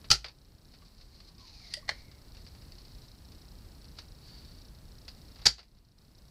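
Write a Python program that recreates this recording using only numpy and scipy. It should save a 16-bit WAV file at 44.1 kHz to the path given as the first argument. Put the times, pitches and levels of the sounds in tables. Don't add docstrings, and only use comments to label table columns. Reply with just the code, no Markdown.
import sys
import numpy as np
from scipy import signal
from scipy.fft import rfft, irfft
from scipy.io import wavfile
from scipy.ndimage import uniform_filter1d

SR = 44100
rng = np.random.default_rng(int(sys.argv[2]) if len(sys.argv) > 2 else 0)


def field_ratio(decibels):
    return 10 ** (np.asarray(decibels, dtype=float) / 20)


def log_audio(samples):
    frames = np.atleast_2d(samples).T
    limited = np.clip(frames, -1, 1)
    pcm = np.round(limited * 32767).astype(np.int16)
    wavfile.write(sys.argv[1], SR, pcm)


N = 277830

# (frequency [Hz], density [dB per Hz])
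ROOM_SPECTRUM = [(12, -33), (20, -0.5), (44, 3), (70, 0.5), (248, -13), (485, -21.5), (2320, -33),
                 (3340, -33), (3950, -31.5), (4420, -24.5), (5380, -33), (6360, -36.5), (7730, -36.5),
                 (14700, -38), (16000, -35)]
# (frequency [Hz], width [Hz], level over top hiss [dB])
WHINE_BAND = (7900, 150, -12.5)
# (offset [s], level over top hiss [dB], share sounding [0-1])
LENS_STEPS = [
    (.0156, 25, .65),
    (.0168, 24.5, .5),
    (.0204, 26.5, .85),
]
FRAME_S = 1 / 30

DUCK_DEPTHS_DB = [
    6,
    10.5,
]
FULL_GAIN_DB = -71
DUCK_HOLD_S, CLIMB_STEP_DB, CLIMB_STEP_S = 0.51, 4.5, 0.19
NEAR_DB, NEAR_WAIT_S, CREEP_S = 4, 0.88, 0.9

# (peak time [s], level [dB], rise [s], fall [s])
HAND_RUBS = [(.75, -70, .15, .1), (.88, -67, .12, .2), (1.02, -67.5, .1, .2), (1.15, -69.5, .15, 0.18),
             (1.31, -65, .25, .06), (1.93, -57, .02, .2), (2.43, -61, 0.19, .2), (2.81, -68, .2, .4),
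             (3.05, -66, .3, .13), (3.98, -59, 0.036, 0.12), (5.2, -71, .3, .4), (5.45, -59.5, .05, .01)]
# (frequency [Hz], density [dB per Hz])
RUB_SPECTRUM = [(350, -44.5), (600, -18), (733, -14.5), (1360, -17), (1410, -19.5), (2100, -10.5),
                (3380, -13), (4190, 3.5), (4750, 1.5), (7270, -21), (12000, -31), (15600, -62),
                (22000, -120)]
# (peak time [s], level [dB], rise [s], fall [s])
SLEEVE_SWELL = [(4.28, -56, 0.13, 0.66)]
# (frequency [Hz], density [dB per Hz])
SLEEVE_SPECTRUM = [(500, -37), (900, -22.5), (3300, -18.5), (4100, -11.5), (4450, -6), (4580, 2.5),
                   (4720, -9), (5300, -16), (6800, -27.5), (12000, -36.5)]
# (peak time [s], level [dB], rise [s], fall [s])
LOW_BREATHS = [(1.3, -70, .06, .07), (1.41, -62.5, .03, 0.14), (1.55, -73, .15, .4), (1.74, -71, .25, .06)]
# (peak time [s], level [dB], rise [s], fall [s])
HIGH_BREATHS = [(1.55, -73, 0.17, .2), (1.71, -59, .17, .25)]
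PUSH_START_S, PUSH_END_S = 1.385, 1.745

# (time [s], peak level [dB], tilt from dull to bright [dB])
BOARD_TAPS = [(0.043, -45.5, -8.5), (0.2438, -30, -4.5), (0.2614, -44, -1), (0.2835, -40.5, -1),
              (0.7378, -46.5, -2), (0.819, -56.5, -7.5), (0.8594, -58, -3), (1.0114, -48.5, 1.5),
              (1.2026, -46, 1), (1.3813, -52, 2), (2.115, -47.5, -0.5), (2.3477, -48, -1), (2.3686, -46, 1),
              (2.4656, -43, 1), (2.5492, -49, -1), (2.6207, -50, -1), (2.72, -47, 3.5), (2.7826, -48, 3.5),
              (2.853, -49, 2.5), (3.3189, -48, 4), (3.8434, -51, 2), (3.9866, -33, 1.5), (5.0808, -34, 3),
              (5.3585, -47, -3), (5.391, -50, -8.5), (5.4177, -43, -2), (5.5822, -42, -2.5),
              (5.5923, -43, -2.5), (5.6294, -53, -1), (5.7694, -62.5, -6.5)]
# (frequency [Hz], density [dB per Hz])
TAP_SPECTRUM = [(210, -46), (350, -14.5), (1340, -13.5), (2500, -11), (2710, -9.5), (3180, -14),
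                (4670, 0.5), (6130, -16.5), (8440, -28.5), (9140, -35), (16000, -41)]
# (time [s], peak level [dB], frequency [Hz], t60 [s])
BARREL_POPS = [
    (.821, -58, 1150, .06),
    (1.6, -62, 1330, .05),
    (1.771, -46, 598, .09),
    (1.826, -50, 1130, .035),
]

# (time [s], level [dB], rise [s], t60 [s])
KNOCK_CONTACTS = [
    (1.878, -31.5, 0.012, 0.068),
    (1.8915, -23, 0.00035, 0.03),
    (1.8965, -33, 0.00069, 0.016),
    (1.903, -40.5, .003, 0.15),
]
# (frequency [Hz], density [dB per Hz])
KNOCK_SPECTRUM = [(180, -43), (300, -35), (584, 2.5), (1230, -9), (2000, 7.5), (2740, -14.5), (2980, -5.5),
                  (3130, -13), (4230, 1), (6000, -14), (16000, -45)]
# (frequency [Hz], level [dB], t60 [s])
KNOCK_RESONANCES = [(450, -10.5, .05), (572, -11, 0.1), (1580, -12, .04), (1980, -19, .07),
                    (3120, -13, 0.09), (4200, -12, .04)]
# (time [s], level [dB], rise [s], t60 [s])
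LATCH_CONTACTS = [
    (1.7385, -29.5, 0.00057, 0.012),
    (1.7400, -22, 0.00032, 0.013),
    (1.744, -42, .002, 0.144),
    (1.764, -49.5, .004, .1),
]
# (frequency [Hz], density [dB per Hz])
LATCH_SPECTRUM = [(820, -59), (1400, -26.5), (1730, -21), (1960, -3.5), (2280, -24), (3300, -11),
                  (4000, -21), (4760, -0.5), (6330, -25), (8950, -22), (15100, -52), (16000, -50)]
# (frequency [Hz], level [dB], t60 [s])
LATCH_RESONANCES = [(2000, -4.5, 0.052), (3270, -14, .04), (4800, -3, .1), (4900, -9, .1), (6600, -24, .04)]

# (frequency [Hz], level [dB], t60 [s])
BENCH_RESONANCES = [(54, -48, .45), (82.5, -53.5, .15), (130.5, -42, 0.15), (184, -49.5, 0.091)]
RECOIL_LEVELS_DB = [
    -.5,
    -5,
]
# (release time [s], flight [dB], stop [dB], bounce [dB], after-rattle [dB])
PUMP_SHOTS = [
    (.1016, -1.5, -4, .5, 3.5),
    (5.4544, 1, 2, -2.5, -2),
]
# (time after release [s], level [dB], rise [s], t60 [s])
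FLIGHT_CONTACTS = [
    (0, -28, .0011, .036),
    (.0021, -18.5, .0005, .04),
    (.0056, -23.5, .0004, .035),
    (.0098, -23, .0008, .022),
]
# (time after release [s], level [dB], rise [s], t60 [s])
STOP = (0.0126, -14, 0.0002, 0.0048)
BOUNCE = (0.014, -11, 0.0006, 0.027)
AFTER_RATTLE = (0.0225, -24, 0.0025, 0.115)
# (frequency [Hz], density [dB per Hz])
SHOT_SPECTRA = [
    [(120, -59), (200, -31.5), (373, -16), (683, -29), (821, -12), (986, -28), (1350, -6.5), (1560, -15.5),
     (3190, -12), (3760, -13.5), (4520, 0.5), (9930, -30), (10900, -25), (16000, -55)],
    [(120, -54.5), (200, -19), (623, -21.5), (791, -14.5), (1210, -25), (1370, -11), (2860, -16.5),
     (3130, -9.5), (3430, -14.5), (4680, 0), (7410, -17.5), (9230, -30.5), (11500, -29.5), (16000, -58)],
]
# (frequency [Hz], level [dB], t60 [s])
SHOT_RESONANCES = [
    [(782, -9, 0.087), (1346, -12, 0.043), (3200, -12, .04), (4145, -5, .07), (4400, -5.5, 0.065),
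     (4823, -7.5, .1), (5560, -9.5, .06)],
    [(780, -17, 0.035), (1350, -9, 0.084), (2050, -15.5, .04), (4360, -10.5, .1), (4650, -5.5, 0.12),
     (4735, -7, 0.09), (5020, -8.5, .07), (5400, -5, .05)],
]


def rms_one(x):
    return x / np.sqrt(np.mean(x ** 2) + 1e-30)


def colour(x, spectrum):
    hz, db = np.transpose(spectrum)
    size = 8192
    bins_hz = np.arange(size // 2 + 1) * SR / size
    gain = field_ratio(np.interp(np.log(bins_hz + 1), np.log(hz), db))
    cepstrum = irfft(np.log(gain))
    cepstrum[1:size // 2] *= 2
    cepstrum[size // 2 + 1:] = 0
    response = irfft(np.exp(rfft(cepstrum)))
    return signal.oaconvolve(x, response / np.linalg.norm(response))[:N]


def ring(x, hz, t60_s):
    radius = field_ratio(-60 / (t60_s * SR))
    w = 2 * np.pi * hz / SR
    return signal.lfilter([0, np.sin(w)], [1, -2 * radius * np.cos(w), radius ** 2], x + 1e-18)


def band(x, low_hz, high_hz):
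    return signal.sosfilt(signal.butter(2, [low_hz, high_hz], "band", fs=SR, output="sos"), x)


def drift(rate_hz):
    knots = rng.standard_normal(int(N / SR * rate_hz) + 2)
    return np.interp(np.linspace(0, len(knots) - 1, N), np.arange(len(knots)), knots)


def burst(time_s, db, rise_s, t60_s):
    out = np.zeros(N)
    start = round(time_s * SR)
    t = np.arange(min(N - start, SR // 2)) / SR
    out[start:start + len(t)] = field_ratio(db - 60 * t / t60_s) * np.minimum(t / rise_s, 1)
    return out


def swells(rows):
    t = np.arange(N) / SR
    out = np.zeros(N)
    for peak_s, db, rise_s, fall_s in rows:
        down_db = 20 * np.maximum((peak_s - t) / rise_s, (t - peak_s) / fall_s)
        out += field_ratio(db - down_db) * (down_db < 30)
    return out


def hold(start_s, end_s, attack_s, release_s):
    t = np.arange(N) / SR
    closed = np.maximum((start_s + attack_s - t) / attack_s, (t - end_s) / release_s)
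    return field_ratio(-20 * np.clip(closed, 0, 5))


def rattle(grain_db):
    return rms_one(rng.standard_normal(N) * field_ratio(grain_db * drift(900)))


def blow(contacts, impact, spectrum, modes, modes_db, grain_db):
    force = rattle(grain_db) * sum(burst(*row) for row in contacts)
    impact_s, impact_db = impact
    force[round(impact_s * SR)] += field_ratio(impact_db)
    rings = sum(field_ratio(db + 3 * drift(200)) * ring(force, hz, t60_s) for hz, db, t60_s in modes)
    return colour(force, spectrum) + field_ratio(modes_db) * rings


def gain_control():
    under_db = np.zeros(N)
    for shot, depth_db in zip(PUMP_SHOTS, DUCK_DEPTHS_DB):
        since_s = np.arange(N) / SR - shot[0] - BOUNCE[0]
        steps = np.maximum(np.ceil((since_s - DUCK_HOLD_S) / CLIMB_STEP_S), 0)
        home = np.clip(1 - (since_s - DUCK_HOLD_S - NEAR_WAIT_S) / CREEP_S, 0, 1)
        under_db += (since_s > 0) * np.maximum(depth_db - CLIMB_STEP_DB * steps, NEAR_DB) * home
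    return field_ratio(FULL_GAIN_DB - uniform_filter1d(under_db, size=600))


def lens_drive():
    clicks = np.zeros(N + SR)
    frames_s = np.arange(0, N / SR, FRAME_S)
    for offset_s, db, share in LENS_STEPS:
        level, sounding, jitter = rng.random((len(frames_s), 3)).T
        at = np.round((frames_s + offset_s + 0.0006 * (jitter - 0.5)) * SR).astype(int)
        clicks[at] += field_ratio(db + 8 * (level - 0.5)) * (sounding < share)
    clicks[33:] += 0.35 * clicks[:-33]
    body = signal.cheby1(4, 2, [3750, 5750], "band", fs=SR, output="sos")
    return field_ratio(17.5) * signal.sosfilt(body, clicks[:N])


def background():
    hz, width_hz, db = WHINE_BAND
    noise = field_ratio(19.5 + 0.5 * drift(6)) * colour(rng.standard_normal(N), ROOM_SPECTRUM)
    whine = field_ratio(db) * rms_one(band(rng.standard_normal(N), hz - width_hz / 2, hz + width_hz / 2))
    return gain_control() * (noise + whine + lens_drive())


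def workshop(x):
    t60_s, first_echo_s = 0.25, 0.006
    t = np.arange(SR // 2) / SR
    echoes = rng.standard_normal(len(t)) * field_ratio(-60 * t / t60_s) * (t > first_echo_s)
    return band(signal.oaconvolve(x, echoes / np.linalg.norm(echoes))[:N], 200, 11000)


def sleeve_brush():
    level = swells(SLEEVE_SWELL) * hold(0, 4.62, 0.01, 0.16)
    return level * colour(rng.standard_normal(N), SLEEVE_SPECTRUM)


def friction():
    push = field_ratio(-57.5) * hold(PUSH_START_S, PUSH_END_S, 0.011, 0.14)
    push += swells([(PUSH_END_S - 0.01, -55, 0.2, 0.04)])
    level = field_ratio(3.5 * drift(60)) * swells(HAND_RUBS) + field_ratio(1.8 * drift(70)) * push
    grit = rattle(2.2)
    seal_hiss = field_ratio(-19) * push * rms_one(band(grit, 6200, 9200))
    return level * colour(grit, RUB_SPECTRUM) + seal_hiss


def air(hz, width_hz, rows):
    flutter = drift(width_hz) + 1j * drift(width_hz)
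    carrier = np.exp(2j * np.pi * np.cumsum(hz * np.ones(N)) / SR)
    return swells(rows) * np.real(flutter * carrier)


def barrel_air():
    open_hz, cocked_hz, overtone = 1144, 620, 3.1
    period_s = np.interp(np.arange(N) / SR, [PUSH_START_S, PUSH_END_S], [1 / open_hz, 1 / cocked_hz])
    low = air(1 / period_s, 130, LOW_BREATHS)
    high = air(overtone / period_s, 260, HIGH_BREATHS)
    return low + high + air(2160, 400, [(1.97, -62, 0.18, 0.32)])


def taps():
    tail_t60_s, crack_t60_s, crack_db = 0.095, 0.012, 1.5
    dull, bright, edges = np.zeros((3, N))
    for time_s, db, tilt in BOARD_TAPS:
        bright_db = db - 10.5 + tilt
        dull += burst(time_s, db - 6.5 - tilt, 0.0006, tail_t60_s)
        bright += burst(time_s, bright_db, 0.0006, tail_t60_s)
        bright += burst(time_s, bright_db + crack_db, 0.0003, crack_t60_s)
        edges[round(time_s * SR)] = field_ratio(db + 8.5 + min(tilt, 0))
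    low = signal.sosfilt(signal.butter(2, 3200, fs=SR, output="sos"), dull * rattle(1.8))
    high = signal.sosfilt(signal.butter(2, 3200, "high", fs=SR, output="sos"), bright * rattle(1.9))
    return colour(low + high + edges, TAP_SPECTRUM) + field_ratio(-28) * band(edges + 3 * high, 5800, 9000)


def pops():
    t = np.arange(N) / SR
    return sum(burst(time_s, db + 4, 0.005, t60_s) * np.sin(2 * np.pi * hz * t)
               for time_s, db, hz, t60_s in BARREL_POPS)


def knock():
    return blow(KNOCK_CONTACTS, (1.8915, -6.5), KNOCK_SPECTRUM, KNOCK_RESONANCES, modes_db=-30.5, grain_db=1.0)


def latch():
    return blow(LATCH_CONTACTS, (1.7385, -9), LATCH_SPECTRUM, LATCH_RESONANCES, modes_db=-35, grain_db=0.0)


def bench_thump():
    recoil_s = 0.0032
    push = sum(burst(shot[0] + recoil_s, db, 0.0028, 0.0068)
               for shot, db in zip(PUMP_SHOTS, RECOIL_LEVELS_DB))
    return field_ratio(-24.5) * sum(field_ratio(db + 17.5) * ring(push, hz, t60_s) for hz, db, t60_s in BENCH_RESONANCES)


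def firing(shot, spectrum, modes):
    release_s, flight_db, *rest_db = shot
    rows = FLIGHT_CONTACTS + [STOP, BOUNCE, AFTER_RATTLE]
    extra_db = [flight_db] * len(FLIGHT_CONTACTS) + rest_db
    contacts = [(release_s + late_s, db + more_db, rise_s, t60_s)
                for (late_s, db, rise_s, t60_s), more_db in zip(rows, extra_db)]
    return blow(contacts, (release_s + STOP[0], 6.5), spectrum, modes, modes_db=-36.5, grain_db=2.5)


def scene():
    shots = sum(firing(*shot) for shot in zip(PUMP_SHOTS, SHOT_SPECTRA, SHOT_RESONANCES))
    pump = shots + latch() + knock() + bench_thump()
    touches = taps() + pops()
    hands = friction() + sleeve_brush() + barrel_air()
    bench = pump + touches + hands
    return (bench + field_ratio(-21) * workshop(bench) + background())[None]


def band_limit(x):
    return signal.sosfilt(signal.butter(12, 16520, fs=SR, output="sos"), x)


def record(dry):
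    cutoff_hz = 15800
    top_cut = signal.cheby2(14, 80, cutoff_hz + 700, fs=SR, output="sos")
    rounded = 2 * np.tanh(dry / 2)
    return band_limit(signal.sosfilt(top_cut, rounded))


dry = scene()
out = record(dry)
log_audio(out)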